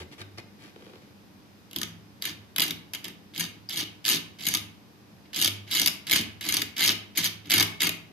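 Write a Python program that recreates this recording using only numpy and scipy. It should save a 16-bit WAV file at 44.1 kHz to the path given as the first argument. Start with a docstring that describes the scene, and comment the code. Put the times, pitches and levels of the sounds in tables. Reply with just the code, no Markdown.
"""A small pointed tool carves a groove in a thin board on a wooden table in a quiet room.
In the first second the board is shifted: it rubs and judders over the table. From 1.7 s on come short
strokes in which the point digs in, sticks, slips, breaks off chips and eases out; once it squeaks.
Slips and chips make the board ring, and heavy pushes leave the table swinging with a low tone.
All along the room echoes, and soft air noise and mains hum lie underneath."""
import sys
import numpy as np
from scipy import signal
from scipy.io import wavfile

SR = 44100
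rng = np.random.default_rng(int(sys.argv[2]) if len(sys.argv) > 2 else 0)


def log_audio(samples):
    """Write samples as a 16-bit WAV file to the path given in sys.argv[1]."""
    # one column per channel
    frames = np.atleast_2d(samples).T
    # limit to full scale, then quantise
    limited = np.clip(frames, -1, 1)
    pcm = np.round(limited * 32767).astype(np.int16)
    wavfile.write(sys.argv[1], SR, pcm)


N = 358091
TIME = np.arange(N) / SR

# strokes and light touches of the tool: start_s, dig_in_s, ease_out_s, scrape_db, small_chip_db,
# depth_db (weight of the lower tones), push_db
STROKES = [ (1.729, 0.052, 0.068, -47, -34, 0.5, -37), (2.215, 0.033, 0.07, -31.5, -24.5, -2.5, -42.5),
           (2.561, .06, .11, -44, -21, 1, -39), (2.933, 0.012, 0.018, -32, -47, 0, -49),
           (3.034, 0.013, 0.06, -39.5, -39, 1.5, -41.5), (3.336, 0.077, 0.057, -32, -21.5, -3.5, -44.5),
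           (3.694, 0.096, 0.051, -26.5, -22.5, -6, -39.5), (4.042, 0.043, 0.09, -20, -10.5, -6.5, -36),
           (4.385, 0.11, 0.1, -31.5, -21, -5, -40.5), (5.25, 0.0053, 0.0081, -57, -52, 9, -60),
           (5.331, 0.13, 0.03, -24.5, -10, -5, -35.5), (5.665, 0.031, 0.025, -43, -52, 0, -58),
           (5.703, 0.047, .137, -22, -14, -7, -39), (6.066, 0.092, 0.064, -24.5, -16, -1, -33.5),
           (6.407, .13, .093, -29, -15.5, -2.5, -37), (6.762, 0.099, 0.067, -21, -9, -1.5, -34),
           (7.151, 0.048, 0.023, -27, -18, -4.5, -40.5), (7.221, 0.031, 0.028, -21.5, -11, -7, -49),
           (7.445, 0.014, 0.032, -46, -36, 5, -46), (7.492, 0.038, 0.1, -21, -11, -1, -34.5),
           (7.799, 0.017, 0.068, -22, -14, -0.5, -34.5)]
# big chips that snap out above the rasp: start_s, level_db, length_ms
BIG_CHIPS = [(1.711, -34.5, 4.6), (1.7312, -29, 2.3), (1.761, -17, 4), (1.7856, -16.5, 1),
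             (1.8152, -13, 2.1), (1.8313, -16.5, 4.4), (2.2227, -17, 1.8), (2.2524, -16, 5.4),
             (2.5616, -13, 2.1), (2.5823, -9, 3.4), (2.5968, -9, 2.1), (2.6037, -10, 3.2),
             (2.6182, -10, 9.7), (2.6354, -16.5, 8.6), (2.6802, -17.5, 1.6), (2.707, -17.5, 4.3),
             (2.9352, -18.5, 3.6), (2.9481, -18.5, 2.7), (3.0426, -24, 6.6), (3.0529, -26, 1.5),
             (3.0815, -25.5, 2.6), (3.378, -20.5, 4.8), (3.3959, -16.5, 11), (3.4071, -16, 5.6),
             (3.694, -21, 2.5), (3.758, -34, 3.2), (3.7719, -19, 8.3), (4.0518, -14, 1.1),
             (4.0604, -18, 1.9), (4.0803, -9, 2), (4.0888, -8, 2.7), (4.0974, -8.5, 3.1),
             (4.4534, -18, 2.5), (4.467, -13, 13), (4.4857, -9.5, 3.6), (4.509, -29, 2), (4.539, -8.5, 1.6),
             (4.5479, -10, 8.3), (4.571, -15.5, 1.9), (5.3605, -20, 3.9), (5.4145, -5.5, 1.1),
             (5.4232, -7.5, 2.9), (5.4453, -7.5, 3.2), (5.4763, -9.5, 2.4), (5.7125, -16, 1.4),
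             (5.749, -15, 7.4), (5.7968, -5.5, 2.6), (5.816, -7.5, 3.6), (5.86, -6, 4.5),
             (5.8743, -3.5, 2.2), (5.8803, -7.5, 3.1), (6.0687, -23, 3.3), (6.0968, -14.5, 1.6),
             (6.1113, -9, 1.9), (6.117, -7, 3.5), (6.128, -6.5, 1.4), (6.1339, -5, 2.5),
             (6.1581, -8.5, 7.4), (6.2094, -21, 2.1), (6.4097, -25, 5.1), (6.4875, -12.5, 7.6),
             (6.524, -9, 1.2), (6.5398, -11.5, 8.6), (6.5676, -10.5, 4.9), (6.6177, -12.5, 5),
             (6.7765, -34, 2.3), (6.876, -10.5, 6.9), (7.1737, -11.5, 19), (7.2427, -10.5, 2.1),
             (7.4996, -13, 2.1), (7.507, -6, 0.97), (7.5171, -8.5, 2.9), (7.5382, -5.5, 4),
             (7.58, -7.5, 5.8), (7.5981, -6, 2.2), (7.6055, -7, 8.2), (7.626, -8.5, 6.6), (7.805, -15, 2.1),
             (7.818, -10.5, 2.7), (7.8306, -11, 4.2), (7.869, -10, 6.1), (7.892, -12, 3.5)]
# how long the board's dense vibration takes to fade by 60 dB: pitch_hz, ring_s
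BOARD_RING = [(200,0.041),(2000,0.039),(5000,0.0021),(13000,0.023)]
# how alike left and right are, for close sound and for room sound: pitch_hz, likeness (-1 to 1)
CLOSE_LIKENESS = [(100,0.89),(400,1),(1200,-0.09),(2400,-0.034),(5000,-0.32),(9000,0.017),(14000,-0.97)]
ROOM_LIKENESS = [(40,0),(200,0.69),(400,0.57),(800,0.05),(1500,0.0067),(14000,0)]


def carving():
    """Slips and chips make the board ring; the push of the point shakes board and table together."""
    # tones of board and table moving together: pitch_hz, width_hz, level_db, left_over_right_db
    table_tones = [(81,6.8,0,4.5),(104.5,3.2,8,-2.5),(166.8,12.5,8,1),(230,25,3,0.5),(307.8,34.7,5.5,0),(425,24,-9.5,16.5)]
    contact, travel, scrape_db, depth_db, push_db = strokes()
    rasp = contact * from_db(-1) * rasping(scrape_db)
    crumbs = from_db(-8) * small_chips()
    force = (rasp + crumbs) * stuck_point() + from_db(-8) * big_chips()
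    # a deeper bite gives more weight to the lower part of the sound
    lower, upper = split(force, split_hz=2850)
    force = upper + lower * from_db(1.5 + 0.81 * depth_db)
    tremor = stick_slip(per_s=100, uneven=0.6, spread=0.35, slip_s=0.0016, rub=0.4)
    shove = contact * from_db(13 + push_db) * tremor
    body = resonate(shove + from_db(-4) * force, table_tones)
    return ringing_board(force, travel) + body + from_db(-2) * room(body, delay_s=0.00656)


def strokes(deepen_db=0.5, light_push_db=-17, build_share=0.38):
    """The hand guides the point: contact and travel (0 to 1), then scrape, depth and push (dB)."""
    contact, travel, scrape, depth, push = np.zeros((5, N))
    for start_s, dig_in_s, ease_out_s, scrape_db, _, depth_db, push_db in STROKES:
        at = round(start_s * SR)
        age = TIME[:N - at]
        done = np.minimum(age / (dig_in_s + ease_out_s), 1)
        contact[at:] = touching(age, dig_in_s + ease_out_s, edge_s=0.00068)
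        travel[at:] = done
        scrape[at:] = scrape_db + arch(age, dig_in_s, ease_out_s, first_db=-11.5, last_db=-11)
        depth[at:] = depth_db + deepen_db * (done - 0.5)
        # the push starts light and is full after build_share of the stroke
        push[at:] = push_db + light_push_db * np.maximum(1 - done / build_share, 0)
    return contact, travel, scrape, depth, push


def rasping(scrape_db):
    """A light touch only rubs dully; a harder one tears the surface and gains treble."""
    slips = stick_slip(per_s=220, uneven=0.5, spread=0.3, slip_s=0.0008, rub=0.5)
    rub, tear = split(slips, split_hz=4600)
    treble_db = np.minimum(2 + 0.25 * scrape_db, 0)
    return from_db(scrape_db) * (rub + tear * from_db(treble_db))


def stick_slip(per_s, uneven, spread, slip_s, rub):
    """Two surfaces catch and let go at uneven times; each slip is a short burst over steady rubbing."""
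    draws = rng.uniform(-1, 1, (6000, 2))
    gaps_s = np.exp(uneven * draws[1:, 0]) / per_s
    starts = np.append(0, np.cumsum(gaps_s))
    latest = np.searchsorted(starts, TIME, "right") - 1
    bursts = np.exp(spread * draws[latest, 1] - (TIME - starts[latest]) / slip_s)
    return rms_one((rms_one(bursts) + rub) * rng.standard_normal(N))


def stuck_point(stick_s=0.0097, hush_db=-6.5):
    """Before a big chip gives way the point is stuck; this gain makes the rasp dip there."""
    gain = np.ones(N)
    time_left = TIME[SR // 25:0:-1]
    for start_s, _, _ in BIG_CHIPS:
        at = round(start_s * SR)
        gain[at - len(time_left):at] *= from_db(hush_db * np.exp(-(time_left / stick_s) ** 2))
    return gain


def big_chips(treble_hz=5360, treble_db=3, treble_length_share=0.71):
    """Big chips snap out; their treble is spent sooner than the rest of their sound."""
    dull, _ = split(breaking(BIG_CHIPS, crack=4.3, scatter=0.49), treble_hz)
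    shorter = [(start_s, db + treble_db, ms * treble_length_share) for start_s, db, ms in BIG_CHIPS]
    _, sharp = split(breaking(shorter, crack=4.3, scatter=0.46), treble_hz)
    return dull + sharp


def small_chips(per_s=96, length_ms=2.3, uneven=0.3, spread_db=1):
    """All through a stroke the point breaks off small chips, the largest where it bites deepest."""
    chips = []
    for start_s, dig_in_s, ease_out_s, _, chip_db, _, _ in STROKES:
        gap_draws, level_draws = rng.uniform(-1, 1, (2, 40))
        ages = np.cumsum(np.exp(uneven * gap_draws) / per_s)
        bite_db = arch(ages, dig_in_s, ease_out_s, first_db=-14.5, last_db=-11.5)
        levels_db = chip_db + bite_db + spread_db * level_draws
        chips += [(start_s + age, db, length_ms)
                  for age, db in zip(ages, levels_db) if age < dig_in_s + ease_out_s]
    return breaking(chips, crack=2.2, scatter=0.89)


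def breaking(chips, crack, scatter):
    """Each chip starts with a sharp crack and tears free over a few milliseconds."""
    force, size = np.zeros(N), SR // 50
    noise, strength = rng.standard_normal((2, N))
    tear = noise * np.exp(scatter * np.clip(strength, -2, 2))   # a few fibres snap harder than the rest
    for start_s, level_db, length_ms in chips:
        at = round(start_s * SR)
        fade = np.exp(-(TIME[:size] * 1000 / length_ms) ** 1.5)
        burst = rms_one(tear[at:at + size] * fade) * np.sqrt(np.mean(fade ** 2))
        burst[0] = crack
        force[at:at + size] += from_db(level_db) * burst
    return force


def ringing_board(force, travel, spots=7, detune=0.03):
    """As the point moves, each spot of the groove shakes the board and the room in its own way."""
    # tones of the bending board: pitch_hz, width_hz, level_db, left_over_right_db
    board_tones = [(655,28,-9.5,6),(1249,23.5,-7.5,3),(1802,48,-4,-17),(2860,78,4,9.5),(3196,350,4,-1.5),(3820,146,8.5,2),(4636,440,1.5,-4),(5660,91,-2,10.5),(6540,153,-2.5,-15.5),(9830,157,-14.5,23),(11870,480,-2.5,9)]
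    # its dense, quickly dying vibration: pitch_hz, level_db
    board_colour = [(100,-29),(300,-5),(520,-18.5),(680,-8),(1000,-4.5),(1600,-4.5),(2400,2),(3500,4),(4800,4),(6300,2),(7800,-14.5),(10000,-11.5),(12500,7),(14500,-4.5)]
    # the side that vibration leans to: pitch_hz, left_over_right_db
    board_sides = [(300,-7.5),(1200,0),(4000,-6.5),(7000,7.5),(9000,-24),(11000,9.5),(14000,9)]
    # a tone that speaks more as the groove lengthens: pitch_hz, width_hz, level_db, left_over_right_db
    groove_tone = [(2170,160,7,2.5)]
    # the strength of that tone: time_s, level_db
    groove_strength = [(1.7,-6.5),(3.4,-1),(5.4,-3),(6.1,-0.5),(7.8,0.5)]
    groove_db = np.interp(TIME, *np.transpose(groove_strength))
    groove = resonate(force * from_db(groove_db), groove_tone)
    out, size = np.zeros((2, N)), SR // 8
    for spot in range(spots):
        share = np.sqrt(np.maximum(1 - np.abs(travel * (spots - 1) - spot), 0))
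        tones = [(hz * (1 + detune * rng.uniform(-1, 1)), *rest) for hz, *rest in board_tones]
        dense = shaped_noise(size, board_colour, CLOSE_LIKENESS, BOARD_RING, board_sides)
        ring = from_db(1.5) * resonate(signal.unit_impulse(size), tones)
        board = through(force * share, dense + ring) + groove * share
        out += board + room(board, delay_s=0.007)
    return out


def table_swing(rise_s=0.054):
    """A low tone of the table top swells and rings on after each heavy push."""
    # swings under the leaning hand: start_s, level_db, pitch_hz, ring_s (time to fade by 60 dB)
    swings = [(.002,-23,83,0.15),(0.189,-37.5,100,0.7),(1.773,-35,170,0.71),(2.581,-22,168.4,0.19),(3.381,-25,169.6,0.3),(4.521,-40,101.8,0.68),(5.43,-31,102,0.84),(6.18,-46,103.8,0.95),(6.562,-37,103.3,1),(6.872,-38,103.3,0.97),(7.548,-30.5,101.3,0.75),(7.84,-38.5,102.8,0.97)]
    out = np.zeros(N)
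    for start_s, level_db, pitch_hz, ring_s in swings:
        at = round(start_s * SR)
        age = TIME[:N - at]
        swell = 1 - np.exp(-age / rise_s)
        out[at:] += from_db(level_db - 60 * age / ring_s) * swell * np.sin(2 * np.pi * pitch_hz * age)
    return out


def sliding_board(gain_db=5.5):
    """The board rubs over the table under the hand, loudest where it moves fastest."""
    # the slides: start_s, speed_up_s, slow_down_s, level_db
    slides = [(0, 0.0017, 0.038, -44), (.113, 0.0074, 0.033, -51), (0.18, 0.034, 0.016, -45),
              (0.374, 0.0057, 0.0245, -45), (0.589, 0.038, 0.08, -54), (.72, 0.13, .25, -63)]
    # tone colour of the rubbing: pitch_hz, level_db
    rub_colour = [(60,-13),(150,9.5),(300,0.5),(450,-5),(700,-4.5),(1150,-9),(2100,-3.5),(4000,-10),(6000,-15),(8000,-23),(14000,-22)]
    grain = stick_slip(per_s=140, uneven=0.65, spread=0.83, slip_s=0.0025, rub=0.88)
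    rub = rms_one(through(grain, shaped_noise(SR // 8, rub_colour, CLOSE_LIKENESS, BOARD_RING)))
    loudness = np.zeros(N)
    for start_s, speed_up_s, slow_down_s, level_db in slides:
        age = TIME - start_s
        contact = touching(age, speed_up_s + slow_down_s, edge_s=0.001)
        speed_db = arch(age, speed_up_s, slow_down_s, first_db=-8.5, last_db=-8.5)
        loudness += contact * from_db(gain_db + level_db + speed_db)
    return rub * loudness


def juddering_board(gain_db=36.5):
    """As the board is turned it jumps on in small dull knocks."""
    # the jumps: start_s, level_db
    jumps = [(0.379, -39.5), (0.76, -39.5), (0.803, -49), (0.822, -41.5), (0.865, -40.5), (0.896, -43),
             (0.934, -41.5), (0.956, -44), (0.968, -48)]
    # tone colour of a knock: pitch_hz, level_db
    knock_colour = [(100,-21),(250,-7),(450,4.5),(650,-17),(950,-4),(1400,-16),(3000,-14),(8000,-38)]
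    # how long a knock takes to fade by 60 dB: pitch_hz, ring_s
    knock_ring = [(200,0.036),(600,0.0085),(3000,0.014)]
    knocks = np.zeros(N)
    for start_s, level_db in jumps:
        knocks[round(start_s * SR)] = from_db(level_db + gain_db)
    return through(knocks, shaped_noise(SR // 8, knock_colour, CLOSE_LIKENESS, knock_ring))


def squeak():
    """The slips of the point lock to one pitch for a few milliseconds."""
    # the point squeaks as it catches: start_s, level_db, pitch_hz, rise_s
    squeaks = [(3.689,-25,4920,0.0011)]
    out, age = np.zeros(N), TIME[:SR // 20]
    for start_s, level_db, pitch_hz, rise_s in squeaks:
        at = round(start_s * SR)
        swell = age / rise_s * np.exp(1 - age / rise_s)
        out[at:at + len(age)] += from_db(level_db) * swell * np.sin(2 * np.pi * pitch_hz * age)
    return out


def room(sound, delay_s):
    """The walls answer a little later, the bass lasting longest."""
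    # tone colour of the echo: pitch_hz, level_db
    echo_colour = [(100,-3),(400,-0.5),(1500,-5.5),(2600,-2),(4500,-7.5),(7000,-7.5),(13000,-11.5)]
    # how long the echo takes to fade by 60 dB: pitch_hz, ring_s
    echo_ring = [(100,0.8),(260,0.45),(700,0.57),(1840,0.46),(4850,0.33),(12800,0.27)]
    tail = shaped_noise(SR * 3 // 4, echo_colour, ROOM_LIKENESS, echo_ring)
    return through(sound, np.pad(tail, ((0, 0), (round(delay_s * SR), 0))))


def background(air_db=-53.5):
    """Still room air with a steady mains hum."""
    # tone colour of the air: pitch_hz, level_db
    air_colour = [(25,-29),(60,-13),(100,-1),(140,-5),(205,-1),(260,-6),(350,-8),(520,-14.5),(900,-15),(1250,-19),(4700,-24.5),(6200,-27.5),(7500,-36.5),(14000,-31)]
    # hum and faint electrical whine: pitch_hz, level_db
    hum_tones = [(100,-75),(199.5,-63),(297,-65.5),(2498,-80.5),(4996,-79),(7547,-101),(9997,-90.5)]
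    hum = sum(np.sqrt(2) * from_db(db) * np.sin(2 * np.pi * (hz * TIME + rng.random()))
              for hz, db in hum_tones)
    return from_db(air_db) * rms_one(shaped_noise(N, air_colour, ROOM_LIKENESS)) + hum


def arch(age, rise_s, fall_s, first_db, last_db):
    """Level in dB of a push of the hand: it rounds up to 0 dB and sinks again."""
    rising = np.clip(1 - age / rise_s, 0, 1)
    falling = np.clip((age - rise_s) / fall_s, 0, 1)
    return first_db * rising ** 2 + last_db * falling ** 2


def touching(age, length_s, edge_s):
    """Contact (0 to 1) that begins at age 0 and lasts for length_s."""
    return np.clip(np.minimum(age, length_s - age) / edge_s, 0, 1)


def resonate(force, tones):
    """A force sets tones ringing, every second one upside down, each leaning to its own side."""
    out = np.zeros((2, len(force)))
    for k, (pitch_hz, width_hz, level_db, lean_db) in enumerate(tones):
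        decay = np.exp(-np.pi * width_hz / SR)
        feedback = [1, -2 * decay * np.cos(2 * np.pi * pitch_hz / SR), decay ** 2]
        ring = (1 - decay ** 2) / 2 * signal.lfilter([1, 0, -1], feedback, force + 1e-18)
        out += (-1) ** k * ring * from_db([[level_db + lean_db / 2], [level_db - lean_db / 2]])
    return out


def shaped_noise(size, colour, likeness, ring=None, sides=None):
    """Stereo noise built in third-octave bands; it dies away if ring times are given."""
    edges_hz = np.geomspace(22, 16000, 29)
    out, white = np.zeros((2, size)), rng.standard_normal((2, 2, size))
    for k, (low, high) in enumerate(zip(edges_hz, edges_hz[1:])):
        hz = np.sqrt(low * high)
        fade = from_db(-60 * TIME[:size] / at_hz(ring, hz)) if ring else 1
        band = signal.butter(2, [low, high], "band", fs=SR, output="sos")
        mid, side = map(rms_one, signal.sosfilt(band, white[k % 2] * fade))
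        alike = np.clip(at_hz(likeness, hz), -1, 1)
        mid, side = np.sqrt(1 + alike) * mid, np.sqrt(1 - alike) * side
        pair = np.array([rms_one(mid + side), rms_one(mid - side)])
        lean_db = at_hz(sides, hz) if sides else 0
        gain = from_db(at_hz(colour, hz) + lean_db * np.array([[0.5], [-0.5]]))
        out += pair * gain * np.sqrt(2 * (high - low) / SR / size)
    return out


def through(sound, response):
    """Pass a sound through a stereo response: what a single click would set ringing."""
    return signal.oaconvolve(np.atleast_2d(sound), response, axes=1)[:, :N]


def split(sound, split_hz):
    """The part of a sound below a pitch, and the part above it."""
    lower = signal.sosfiltfilt(signal.butter(2, split_hz, fs=SR, output="sos"), sound + 1e-18)
    return lower, sound - lower


def at_hz(table, hz):
    """Read between the rows of a table, with every octave equally wide."""
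    pitches, values = np.transpose(table)
    return np.interp(np.log(hz), np.log(pitches), values)


def from_db(db):
    """Decibels to gain."""
    return 10 ** (np.asarray(db) / 20)


def rms_one(sound):
    """Scale a sound to an average strength (rms) of 1."""
    return sound / np.sqrt(np.mean(sound ** 2) + 1e-20)


def scene():
    """Work on the board, its room and the background."""
    cuts = carving()
    small_sounds = sliding_board() + juddering_board() + squeak()
    echo = from_db(-3) * room(small_sounds, delay_s=0.0064)
    return cuts + small_sounds + echo + table_swing() + background()


def record(dry):
    """The highest treble is cut off steeply."""
    cutoff_hz = 14400
    return signal.sosfilt(signal.ellip(10, 0.3, 80, cutoff_hz, fs=SR, output="sos"), dry)


dry = scene()
out = record(dry)
log_audio(out)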